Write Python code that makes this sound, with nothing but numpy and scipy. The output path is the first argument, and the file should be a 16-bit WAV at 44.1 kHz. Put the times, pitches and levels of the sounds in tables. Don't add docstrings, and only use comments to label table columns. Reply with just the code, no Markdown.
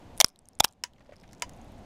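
import sys
import numpy as np
from scipy import signal
from scipy.fft import rfft, irfft, next_fast_len
from scipy.io import wavfile
from scipy.ndimage import uniform_filter1d, map_coordinates

SR = 44100
rng = np.random.default_rng(int(sys.argv[2]) if len(sys.argv) > 2 else 0)


def master(y):
    cut = np.clip(np.atleast_2d(y).T, -1, 1)
    pcm = np.round(cut * 32767)
    wavfile.write(sys.argv[1], SR, pcm.astype(np.int16))


N = 81585
T = np.arange(SR // 5) / SR
HZ = np.fft.rfftfreq(SR // 2, 1 / SR)
TOP_HZ = 15800


def amp(db):
    return 10 ** (np.asarray(db) / 20)


def fade(t60):
    return np.exp(-np.log(1000) * T / t60)


def burst(x):
    return x / np.sqrt(np.sum(x ** 2) / (.004 * SR) + 1e-20)


def gain(points, hz):
    point_hz, db = np.transpose(points)
    return amp(np.interp(np.log(hz + 1), np.log(point_hz), db))


def colour(x, points):
    size = SR // 2
    cepstrum = irfft(np.log(gain(points, HZ)), size)
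    cepstrum[1:size // 2] *= 2
    cepstrum[size // 2 + 1:] = 0
    response = np.exp(rfft(cepstrum))
    return irfft(rfft(x, size) * response, size)[:len(x)]


def resonate(x, hz, q):
    return signal.lfilter(*signal.iirpeak(min(hz, TOP_HZ), max(q, 1), SR), x)


def resonate_twice(x, hz, q):
    return resonate(resonate(x, hz, q), hz, q / 2)


def ring(modes, attack_s):
    total = 0
    for hz, db, t60 in modes:
        total = total + amp(db) * fade(t60) * np.sin(2 * np.pi * (hz * T + rng.random()))
    return total * (1 - np.exp(-T / attack_s))


def tear(hold_s, t60):
    return rng.standard_normal(len(T)) * np.exp(-np.log(1000) * np.maximum(T - hold_s, 0) / t60)


def add(track, s, x):
    part = track[round(s * SR):][:len(x)]
    part += x[:len(part)]


# frequency in Hz, relative level in dB.
YARD_COLOUR = [(25, -1.5), (90, -2.5), (150, -6), (210, -4), (420, -14), (720, -11), (1300, -25.5),
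               (3500, -31.5), (5500, -38), (6600, -37.5), (8000, -42), (13000, -49), (15500, -56.5)]
YARD_DB, WAVER_DB, WAVER_HZ = -48.5, -0.15, 10


def yard():
    size = next_fast_len(N + 8192)
    spectrum = rfft(rng.standard_normal(size)) * gain(YARD_COLOUR, np.fft.rfftfreq(size, 1 / SR))
    hum = irfft(spectrum, size)[:N]
    points = rng.standard_normal(N * WAVER_HZ // SR + 4)
    waver = map_coordinates(points, [np.arange(N) * WAVER_HZ / SR])
    return amp(YARD_DB + WAVER_DB * waver) * hum / hum.std()


# frequency in Hz, relative level in dB.
ECHO_TONE = [(100, -5), (700, 9), (3000, -5.5), (7000, -13), (15000, -12.5)]
ECHO_DB, ECHO_S = -39.5, 0.18


def echo(x):
    swell = 1 - np.exp(-T / 0.012)
    tail = colour(tear(0, ECHO_S) * swell, ECHO_TONE)
    return amp(ECHO_DB) * signal.fftconvolve(x, tail / np.linalg.norm(tail))[:N]


# start in seconds, length in seconds, grains per second, typical level in dB, typical pitch in Hz.
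CRUMBLING_SPELLS = [(.165, 0.029, 177, -63.5, 9150), (0.219, 0.089, 194, -50.5, 7500),
                    (0.316, 0.22, 35, -66, 7100), (.61, .13, 120, -52, 4960), (0.952, .4, 80, -62, 3720),
                    (1.348, .45, 25, -69, 6000)]
CRUMB_Q, CRUMB_SPREAD, CRUMB_SCATTER_DB = 2.1, 0.38, 2.5


def crumbs():
    out = np.zeros(N)
    life = fade(t60=.004)[:SR // 100]
    for start, length, rate, db, typical_hz in CRUMBLING_SPELLS:
        for k, (slip, pitch, size) in enumerate(rng.standard_normal(size=(60, 3))):
            noise = life * rng.standard_normal(len(life))
            after = abs(k + .5 + .5 * slip) / rate
            if after < length:
                hz = typical_hz * np.exp(CRUMB_SPREAD * pitch)
                grain = burst(resonate_twice(noise, hz, CRUMB_Q))
                add(out, start + after, amp(db + CRUMB_SCATTER_DB * size) * grain)
    return out


# start in seconds, scrape level in dB, note level in dB.
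SCREW_KNOCKS = [(.982, -51, -60), (1.006, -46.5, -48), (1.057, -56, -70), (1.092, -52, -36.5),
                (1.122, -46, -35.5), (1.134, -46, -53.5), (1.2352, -47, -62)]
# frequency in Hz, relative level in dB.
SCRAPE_COLOUR = [(200, -23), (600, -2), (2000, 8), (3000, -2), (5000, -10), (9000, -19), (15000, -32)]
SCRAPE_S, NOTE_S, NOTE_HZ = 0.044, 0.023, 585


def knocks():
    out = np.zeros(N)
    for s, scrape_db, note_db in SCREW_KNOCKS:
        scrape = burst(colour(tear(.002, SCRAPE_S), SCRAPE_COLOUR))
        note = burst(ring([(NOTE_HZ, 0, NOTE_S)], attack_s=0.0018))
        add(out, s, amp(scrape_db) * scrape + amp(note_db) * note)
    return out


# start in seconds, level in dB, pitch in Hz.
SPLINTER_TICKS = [(0.1772, -44, 11200), (0.1826, -45, 9200), (0.195, -51, 9800), (0.2012, -22.5, 9700),
                  (.2614, -26.5, 8960), (.2677, -37.5, 4200), (0.2792, -40, 8000), (0.2843, -30, 9900),
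                  (0.2898, -39, 5600), (0.3595, -41, 3970), (0.3905, -38.5, 8790), (0.4558, -45.5, 6020),
                  (0.4869, -33, 9080), (.5330, -52.5, 4870), (0.5523, -47.5, 7550), (.5890, -46, 9170),
                  (.6262, -49, 4500), (0.68, -36, 5000), (0.682, -41, 5000), (0.6878, -37, 5700),
                  (0.725, -44.5, 7500), (0.9351, -50, 3306), (1.1589, -56, 4530), (1.1655, -50, 5070),
                  (1.2, -54, 5110), (1.2131, -55, 5040), (1.2784, -56.5, 5900), (1.3124, -58, 5500),
                  (1.3236, -56.5, 5500), (1.3820, -63, 6600), (1.3982, -54.5, 6500), (1.5346, -58.5, 6600),
                  (1.5748, -66.5, 8020), (1.6151, -59, 6630)]
# frequency in Hz, relative level in dB.
TICK_NOISE_COLOUR = [(300, -27.5), (1500, -10), (3000, -5.5), (6000, -2), (10000, -3), (13000, -7.5),
                     (16000, -28)]
TICK_S, TICK_Q = 0.0041, 6.8
TICK_NOISE_DB, TICK_RING_DB = -9, -2


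def ticks():
    out = np.zeros(N)
    for s, db, hz in SPLINTER_TICKS:
        chip = burst(resonate_twice(tear(0, TICK_S), hz, TICK_Q))
        noise = burst(colour(tear(0, TICK_S), TICK_NOISE_COLOUR))
        add(out, s, amp(db) * (amp(TICK_NOISE_DB) * noise + amp(TICK_RING_DB) * chip))
    return out


# start in seconds, level in dB, click pitch in Hz, click in dB, ring in dB, thud in dB.
HOUSING_SNAPS = [(0.8377, -14, 5395, 2, -8.5, -18.5), (1.3315, -48.5, 6450, 0.5, -18, -25),
                 (1.4220, -23.5, 6250, -3.5, -6, -8.5), (1.4941, -55.5, 6600, 6.5, -16, -23.5)]
# frequency in Hz, relative level in dB.
SNAP_NOISE_COLOUR = [(100, -14.5), (400, -19), (700, -16), (1200, -4), (1800, 2.5), (3000, -1.5),
                     (4000, -8.5), (6500, 0), (8200, -11.5), (10500, -13.5), (13000, -35), (16000, -18)]
# frequency in Hz, relative level in dB, t60 in seconds.
HOUSING_MODES = [(971, 1, 0.05), (1008.5, -7.5, 0.051), (1655, -21, 0.024), (2024, 4, 0.02),
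                 (2970, -10, .06), (4870, -12, 0.062), (6100, -21, 0.031)]
SNAP_S, RATTLE_S, RATTLE_DB = 0.017, 0.084, -10
THUD_HZ, THUD_S = 733.3, 0.046


def snaps():
    out = np.zeros(N)
    for s, db, hz, click_db, ring_db, thud_db in HOUSING_SNAPS:
        snap = burst(colour(tear(0.00044, SNAP_S), SNAP_NOISE_COLOUR))
        rattle = burst(colour(tear(0, RATTLE_S), SNAP_NOISE_COLOUR))
        click = burst(resonate(tear(0.00033, t60=0.0056), hz, q=4.5))
        thud = burst(resonate(resonate(tear(0, THUD_S), THUD_HZ, q=1), THUD_HZ, q=1))
        hollow = burst(ring(HOUSING_MODES, attack_s=0.006))
        noise = snap + amp(RATTLE_DB) * rattle
        tones = amp(thud_db) * thud + amp(click_db) * click + amp(ring_db) * hollow
        add(out, s, amp(db) * (noise + tones))
    return out


# start in seconds, level in dB, tearing time
# in seconds, shard pitch in Hz, shard in dB, barrel pitch in Hz, barrel in dB, jolt in dB.
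FRACTURES = [(.2022, -2.5, .0009, 5610, -2.5, 700, -8, -33.5),
             (0.2063, -12, .002, 3410, -2, 780, -8.5, -24.5),
             (0.2097, -6.5, 0.0011, 5580, 1, 780, -8.5, -25.5),
             (0.2112, 3.5, .0019, 3340, -0.5, 800, -7.5, -34),
             (0.2223, -26.5, 0.00078, 3190, -3.5, 750, -11, -28.5),
             (0.2444, -1, .0014, 5477, 5.5, 1299, -10, -7.5),
             (0.599, -18.5, 0.0016, 5580, -1.5, 750, -8, -15.5),
             (.6020, -9, 0.0018, 5420, 3.5, 750, -10, -15), (0.6042, 1, .002, 3480, 1, 750, 1.5, -9),
             (0.6364, -22.5, 0.0018, 3370, -8.5, 850, -13.5, -28.5),
             (.6408, -22.5, 0.0014, 5400, 7.5, 850, -13.5, -29.5),
             (.6429, -6.5, .0004, 5420, 4.5, 880, -19, -21.5),
             (0.6457, 1.5, 0.0012, 2670, -7.5, 920, -11, -18),
             (0.6524, -14, .0003, 3500, -5, 880, -13, -39)]
# frequency in Hz, relative level in dB.
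SPLINTER_COLOUR = [(100, -25), (520, -15), (1000, -6.5), (1800, -3.5), (2600, -4), (4000, -3.5),
                   (5800, -2.5), (7800, -7), (9500, -6), (13000, -11), (15000, -12.5), (16500, -28)]
# frequency in Hz, relative level in dB, t60 in seconds.
MOUNT_MODES = [(3250, -28, 0.05), (3510, -29.5, 0.034), (5360, -32, .02), (2430, -38, 0.081)]
RELEASE_S, SHARD_Q, BARREL_Q = 0.0087, 8, 2.4
JOLT_STRETCH = 1.5


def jolt(hold_s):
    pulse = np.sin(np.pi * np.minimum(T / (JOLT_STRETCH * hold_s), 1)) ** 2
    return burst(signal.lfilter(*signal.butter(1, 35, 'high', fs=SR), pulse))


def cracks():
    out = np.zeros(N)
    for s, db, hold, shard_hz, shard_db, barrel_hz, barrel_db, jolt_db in FRACTURES:
        splinter = burst(colour(tear(hold, RELEASE_S), SPLINTER_COLOUR))
        shard = burst(resonate_twice(tear(hold, t60=.003), shard_hz, SHARD_Q))
        barrel = burst(resonate_twice(tear(hold, t60=0.0042), barrel_hz, BARREL_Q))
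        mount = ring(MOUNT_MODES, attack_s=.001)
        body = amp(shard_db) * shard + amp(barrel_db) * barrel + mount
        add(out, s, amp(db) * (splinter + body + amp(jolt_db) * jolt(hold)))
    return out


def scene():
    near = crumbs() + knocks() + ticks() + snaps() + cracks()
    return (yard() + echo(near) + near)[None]


THRESHOLD_DB, RECOVER_DB_PER_S, SENSE_S = -11.5, 20, 0.0036


def record(dry):
    t = np.arange(N) / SR
    power = uniform_filter1d(dry[0] ** 2, max(int(SENSE_S * SR), 2))
    level_db = 10 * np.log10(np.abs(power) + 1e-12)
    over_db = np.maximum(level_db - THRESHOLD_DB, 0)
    cut_db = np.maximum.accumulate(over_db + RECOVER_DB_PER_S * t) - RECOVER_DB_PER_S * t
    held = dry * amp(-uniform_filter1d(cut_db, size=44))
    rounded = held / (1 + held ** 8) ** (1 / 8)
    size = next_fast_len(N + 8192)
    top_cut = 1 / (1 + (np.fft.rfftfreq(size, 1 / SR) / TOP_HZ) ** 120)
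    return irfft(rfft(rounded, size) * top_cut, size)[:, :N]


dry = scene()
out = record(dry)
master(out)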